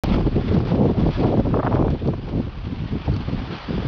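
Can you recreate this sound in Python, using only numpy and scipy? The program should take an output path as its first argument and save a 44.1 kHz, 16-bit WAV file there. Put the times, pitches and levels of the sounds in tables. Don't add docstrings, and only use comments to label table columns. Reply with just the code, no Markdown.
import sys
import numpy as np
from scipy import signal
from scipy.fft import rfft, irfft, next_fast_len
from scipy.io import wavfile
from scipy.ndimage import uniform_filter1d, map_coordinates

SR = 44100
rng = np.random.default_rng(int(sys.argv[2]) if len(sys.argv) > 2 else 0)


def transcribe(u):
    v = np.clip(np.atleast_2d(u).T, -1, 1)
    q = np.round(v * 32767).astype(np.int16)
    wavfile.write(sys.argv[1], SR, q)


def boost_factor(decibels):
    exponent = np.asarray(decibels, float) / 20
    return 10 ** exponent


N = 170667
TIME_S = np.arange(N) / SR


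def rms_one(x):
    return x / np.sqrt(np.mean(x ** 2) + 1e-20)


def at_hz(points, hz):
    point_hz, point_db = np.transpose(points)
    return np.interp(np.log(hz), np.log(point_hz), point_db)


def follow(points):
    s, db = np.transpose(points)
    return np.interp(TIME_S, s, db)


def band_pass(x, low_hz, high_hz):
    return signal.sosfilt(signal.butter(2, [low_hz, high_hz], "band", fs=SR, output="sos"), x)


def drift(rate_hz):
    pole = np.exp(-2 * np.pi * rate_hz * 20 / SR)
    noise = rng.standard_normal(N // 20 + 2002)
    slow = signal.lfilter([1], [1, -2 * pole, pole ** 2], noise)[2000:]
    return np.interp(np.arange(N) / 20, np.arange(len(slow)), rms_one(slow))


def wind():
    # centre in seconds, half length in seconds, level in dB, eddy pitch in Hz.
    gusts = [(0.04, 0.015, -23.5, 258.8), (0.077, 0.0093, -23, 189.5), (0.168, 0.079, -17, 218.7),
             (0.274, 0.012, -19.0, 262.1), (0.374, 0.039, -16.5, 224.4), (0.459, 0.013, -23, 181.6),
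             (0.505, 0.019, -17, 213.9), (0.564, 0.048, -17.5, 200), (0.77, 0.063, -16, 246.2),
             (0.88, 0.045, -17, 197.2), (0.988, 0.015, -21, 172.7), (1.044, 0.049, -17, 203.9),
             (1.23, 0.038, -17, 221.9), (1.326, 0.037, -18, 263.2), (1.391, 0.016, -14, 224.8),
             (1.455, 0.019, -20, 183.7), (1.513, 0.048, -17, 229.3), (1.585, 0.018, -18.5, 259.9),
             (1.677, 0.033, -20, 241.3), (1.753, 0.012, -18, 187.5), (1.819, 0.09, -18.5, 210.9),
             (2.09, 0.046, -20, 222.3), (2.379, 0.071, -22.5, 211.5), (2.655, 0.024, -25, 124.7),
             (2.836, 0.035, -25.5, 139.5), (2.94, 0.03, -21.5, 155.1), (3.107, 0.03, -18.0, 135),
             (3.37, 0.086, -28.5, 160.5), (3.702, 0.013, -21.5, 208.4), (3.775, 0.036, -21, 190.8)]
    # centre in seconds, half length in seconds,
    # level in dB, # eddy pitch in Hz.
    more_gusts = [(0.227, 0.0068, -19, 232.5), (2.069, 0.0096, -21, 230.6), (2.404, 0.01, -20, 259.4),
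                  (2.726, 0.015, -22, 149.3), (0.715, 0.0092, -19.5, 219.2), (0.651, 0.039, -25, 200),
                  (2.171, 0.031, -29.5, 170.2), (2.238, 0.018, -32, 150.2), (2.463, 0.028, -27.5, 170.7),
                  (2.581, 0.042, -34.5, 119.2), (2.773, .02, -33.5, 119.3), (2.994, 0.046, -35, 139.7),
                  (3.166, .014, -25.5, 149.9), (3.233, .04, -26.5, 130), (3.477, 0.03, -30, 192.1),
                  (1.163, .03, -29, 150.1), (1.927, 0.031, -25.5, 170.4), (2.042, 0.016, -24, 178.4),
                  (3.292, 0.013, -22.5, 228.6), (3.339, 0.011, -24.5, 236.5), (3.525, 0.039, -30.5, 257.5),
                  (3.795, 0.014, -23, 240.3), (3.862, 0.016, -24, 176)]
    # frequency in Hz, level in dB per Hz.
    large_spectrum = [(30, -26.5), (60, -2), (110, 4), (200, 0), (330, -5.5), (480, -14), (800, -38.5),
                      (2500, -55)]
    # centre in seconds, half length in seconds,
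    # level in dB, eddy pitch in Hz.
    spurts = [(0.042, 0.0065, -26, 697.4), (0.113, 0.046, -31.0, 829.5), (0.192, 0.018, -26.5, 676.4),
              (0.27, 0.017, -31, 745), (0.386, 0.023, -26, 618), (0.554, 0.051, -33, 683),
              (0.736, 0.069, -30.5, 650), (0.822, 0.052, -25.5, 581), (0.901, 0.012, -23.5, 603),
              (0.952, 0.0071, -32, 572.4), (1.011, 0.068, -34.5, 667), (1.068, 0.0058, -26, 607),
              (1.091, 0.0082, -29, 626.8), (1.236, 0.025, -22, 628.2), (1.314, 0.022, -19.5, 594.3),
              (1.392, 0.014, -24, 585.6), (1.472, 0.013, -24, 633.6), (1.546, 0.00802, -24, 801.7),
              (1.572, 0.015, -21.5, 701), (1.597, 0.0067, -21.5, 903), (1.633, 0.005, -25, 799.1),
              (1.65, 0.0038, -24, 941.3), (1.671, 0.0089, -22, 1050), (1.695, 0.005, -28, 752.4),
              (1.725, 0.013, -24, 856.8), (1.765, 0.012, -25.5, 950.3), (1.751, 0.0088, -21.5, 684.7),
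              (1.828, 0.04913, -24.5, 653.6), (1.954, 0.0074, -29, 576), (2.09, 0.03, -30, 600),
              (2.29, 0.011, -33, 599.4), (2.325, 0.012, -32.5, 601), (2.955, 0.0058, -28, 550),
              (3.825, 0.0053, -30.5, 650), (2.139, 0.0045, -29.5, 692.6), (2.405, 0.0091, -36.5, 605.6),
              (3.084, 0.011, -28, 685.5), (3.293, 0.0084, -38, 549), (3.781, 0.0063, -36.5, 695.4)]
    # frequency in Hz, level in dB per Hz.
    small_spectrum = [(200, -27), (400, 5.5), (550, -0.5), (800, -6.5), (1200, -20.5), (2000, -45),
                      (4000, -55.5)]
    # time in seconds, level in dB.
    heave_levels = [(0.05, -18.5), (0.92, -39), (1.02, -25), (1.13, -29), (1.82, -31.5), (1.88, -23),
                    (1.95, -33), (3.2, -39.5), (3.29, -40), (3.37, -24.5), (3.46, -46), (3.87, -33)]

    flutter = 1.7 * np.tanh(0.7 * drift(35.0))
    chop = 0.9 * drift(90)
    small_flutter = 1.4 * np.tanh(0.298 * flutter + 0.7 * chop)
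    large = eddies(gusts + more_gusts, large_spectrum, ref_hz=201.9, lull_db=-40.0, lull_hz=130,
                   flutter=flutter, size=600)
    small = eddies(spurts, small_spectrum, ref_hz=650, lull_db=-50, lull_hz=650,
                   flutter=small_flutter, size=200)
    deep = rms_one(band_pass(rng.standard_normal(N), 33, 60))
    return boost_factor(0.11) * large + small + boost_factor(follow(heave_levels)) * deep


def eddies(rows, spectrum, ref_hz, lull_db, lull_hz, flutter, size):
    gust_edge, evening = 2.3, 0.5
    flutter_octaves, flutter_db = 0.22, 3

    t = np.arange(0, N, 20) / SR
    s, half, db, hz = np.transpose(rows)[:, :, None]
    power = boost_factor(2 * db) * np.exp(-np.abs((t - s) / half) ** gust_edge)
    lull = boost_factor(2 * lull_db)
    total = power.sum(axis=0) + lull
    pitch = ((power * hz).sum(axis=0) + lull * lull_hz) / total
    total, pitch = (np.interp(TIME_S, t, v) for v in (total, pitch))
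    speed = pitch / ref_hz * 2 ** (flutter_octaves * flutter)

    count = next_fast_len(3 * N)
    f = np.maximum(np.arange(count // 2 + 1) * SR / count, 1)
    shape = boost_factor(at_hz(spectrum, f)) * np.minimum(f / 20, 1) ** 2
    train = irfft(rfft(rng.standard_normal(count)) * shape, count)
    place = np.cumsum(speed) % (count - 1)
    heard = rms_one(map_coordinates(train, [place], order=1))

    swell = uniform_filter1d(uniform_filter1d(heard ** 2, size=size), size=size)
    evened = heard / (swell + 0.044) ** (evening / 2)
    return np.sqrt(total) * rms_one(evened * boost_factor(flutter_db * flutter))


def slaps():
    # start in seconds, peak level in dB, pitch in Hz.
    slap_rows = [(0.0398, -12.5, 700), (0.383, -19.5, 703), (0.566, -13, 892), (0.716, -17, 880),
                 (0.844, -22.5, 896.8), (1.512, -24.5, 1196), (1.695, -21, 906.5), (1.726, -7.5, 897),
                 (0.547, -16, 725), (0.602, -14.5, 749.5), (0.746, -14.5, 798), (0.899, -17, 980),
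                 (1.065, -9, 668.2), (1.089, -13, 743), (1.209, -19, 690), (1.244, -13, 1000),
                 (1.308, -25, 759.2), (1.372, -13, 760.4), (1.505, -22.5, 802), (1.542, -12.5, 1004),
                 (1.571, -7.5, 800), (1.598, -14, 1215), (1.63, -7.5, 925), (1.650, -20, 1200),
                 (1.6639, -11, 1200), (1.6693, -4.5, 1140), (1.673, -22, 1382), (1.676, -18, 1220),
                 (1.757, -12.5, 1200), (1.824, -10, 900), (1.881, -13, 1100), (1.953, -21, 697.7),
                 (2.137, -16.5, 800), (2.951, -9, 261.3), (3.776, -9, 320), (3.082, -11.5, 209.6),
                 (2.084, -9, 298.5), (1.0625, -5, 300), (0.8964, -3, 390), (2.402, -23.5, 703.9),
                 (3.08, -21, 803), (3.777, -22.5, 690.6)]
    width_cycles, length = 0.694, 600
    edge_ratio, edge_db = 2.1, -15

    out, lag = np.zeros(N + length), np.arange(length) / SR
    for s, db, hz in slap_rows:
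        start = int(s * SR)
        cycles = lag * hz - 2 * width_cycles
        for turn, gain_db in ((cycles, 0), (edge_ratio * cycles, edge_db)):
            bell = np.exp(-(turn / width_cycles) ** 2)
            out[start:start + length] -= boost_factor(db - 6 + gain_db) * np.cos(2 * np.pi * turn) * bell
    return out[:N]


def tyres():
    # time in seconds, level in dB.
    roll_levels = [(0.05, -40.5), (0.17, -46.5), (0.2, -46.5), (0.3, -48), (0.5, -44.5), (0.63, -49),
                   (0.69, -44.5), (0.79, -50), (0.95, -50.5), (1.1, -44), (1.235, -43), (1.249, -49),
                   (1.43, -49.5), (2.3, -52), (2.799, -48.5), (3.44, -45), (3.549, -44.5), (3.87, -44.5)]
    # centre in seconds, half length in seconds, rise in dB.
    crusts = [(0.1, 0.0064, 1), (0.147, .035, 5), (0.21, .008, 2.5), (0.267, .01, 4.5), (0.354, 0.024, 1.5),
              (0.414, 0.0067, 1.5), (0.487, 0.0094, 4), (0.544, 0.013, 6), (0.598, 0.0106, 2.5),
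              (0.68, 0.014, 3.5), (0.712, .008, 1), (0.758, 0.0081, 4.5), (0.863, 0.034, 2),
              (0.997, .02, 3), (1.115, .03, 0.5), (1.146, .025, 3), (1.213, .03, -0.5), (1.284, 0.036, 3),
              (1.399, 0.0053, 3), (1.5, 0.018, 1), (1.752, 0.008, 6), (1.914, 0.0086, 3.5),
              (2.078, 0.0084, 1.5), (2.286, 0.023, 3.5), (2.637, .01, -2), (2.699, 0.018, -2.5),
              (2.964, 0.023, -0.5), (3.064, .01, 2.5), (3.394, 0.0076, 2.5), (3.552, 0.045, 3),
              (3.594, .015, -0.5), (3.836, .01, 2.5)]
    # frequency in Hz, level in dB per Hz.
    snow_spectrum = [(300, -3.5), (700, 4), (1100, 4.5), (1900, -2.5), (2500, -1.5), (3450, -3), (3800, -7),
                     (4600, -8), (5300, -18), (6700, -25.5)]
    crunch_per_s, crunch_share, grain_db = 4000, 0.15, 6.0
    patchy_db, surge_db = 1.15, 1.37
    crust_brightens, crust_pivot_hz = 0.13, 2500

    surge = 0.1 * drift(8.0) + 0.2 * drift(20.0) + 0.9 * drift(70.0)
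    crust_db = sum(db * np.exp(-((TIME_S - s) / half) ** 2) for s, half, db in crusts)

    sizes = boost_factor(grain_db * np.minimum(rng.exponential(1, (2, N)), 5))
    grains = sizes * rng.choice([-1, 1], (2, N))
    born = rng.random((2, N)) < crunch_per_s * boost_factor(3.0 * surge + 1.5 * crust_db) / SR
    source = crunch_share * rms_one(grains * born) + rng.standard_normal((2, N))

    out, edges = 0, 250 * 2 ** np.arange(0, 5, 1 / 6)
    for k, (low, high) in enumerate(zip(edges, edges[1:])):
        band = band_pass(source[k % 2], low, high)
        level_db = at_hz(snow_spectrum, np.sqrt(low * high)) + patchy_db * drift(7.5)
        octaves_up = np.log2(max(low / crust_pivot_hz, 1))
        out = out + band * boost_factor(level_db + crust_brightens * crust_db * octaves_up)
    return boost_factor(follow(roll_levels) + 5.5 + crust_db + surge_db * surge) * rms_one(out)


def ticks():
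    # time in seconds, peak level in dB, ring in dB relative to the peak.
    tick_rows = [(0.041, -21, -20), (0.4701, -57, -41), (0.5894, -36, -25), (1.269, -40, -11),
                 (1.6497, -42, -39), (0.683, -36, -30), (1.9043, -33.5, -13), (3.39, -46, -29),
                 (2.075, -34.5, -5), (3.138, -36.5, 0.5), (3.1647, -30, -8.5)]
    s, db, ring_db = np.transpose(tick_rows)
    metal = ring(s, db + ring_db, hz=4470, t60=0.032)
    crack = ring(s, db + 12, hz=4050, t60=0.00061)
    return metal - crack


def ring(s, db, hz, t60):
    clicks = np.full(N, 1e-18)
    clicks[(np.atleast_1d(s) * SR).astype(int)] = boost_factor(db)
    r, w = boost_factor(-60 / (t60 * SR)), 2 * np.pi * hz / SR
    return signal.lfilter([0, np.sin(w)], [1, -2 * r * np.cos(w), r * r], clicks)


def scene():
    return (wind() + slaps() + tyres() + ticks())[None]


def low_pass(x):
    return signal.sosfilt(signal.butter(12, 16800, fs=SR, output="sos"), x)


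def record(dry):
    ceiling, top_hz, start_s = 0.7, 8020, 0.0363
    x = ceiling * np.tanh(dry / ceiling)
    x = signal.sosfilt(signal.cheby2(10, 70, top_hz, fs=SR, output="sos"), x)
    x = x * (np.arange(N) >= start_s * SR)
    return low_pass(x)


dry = scene()
out = record(dry)
transcribe(out)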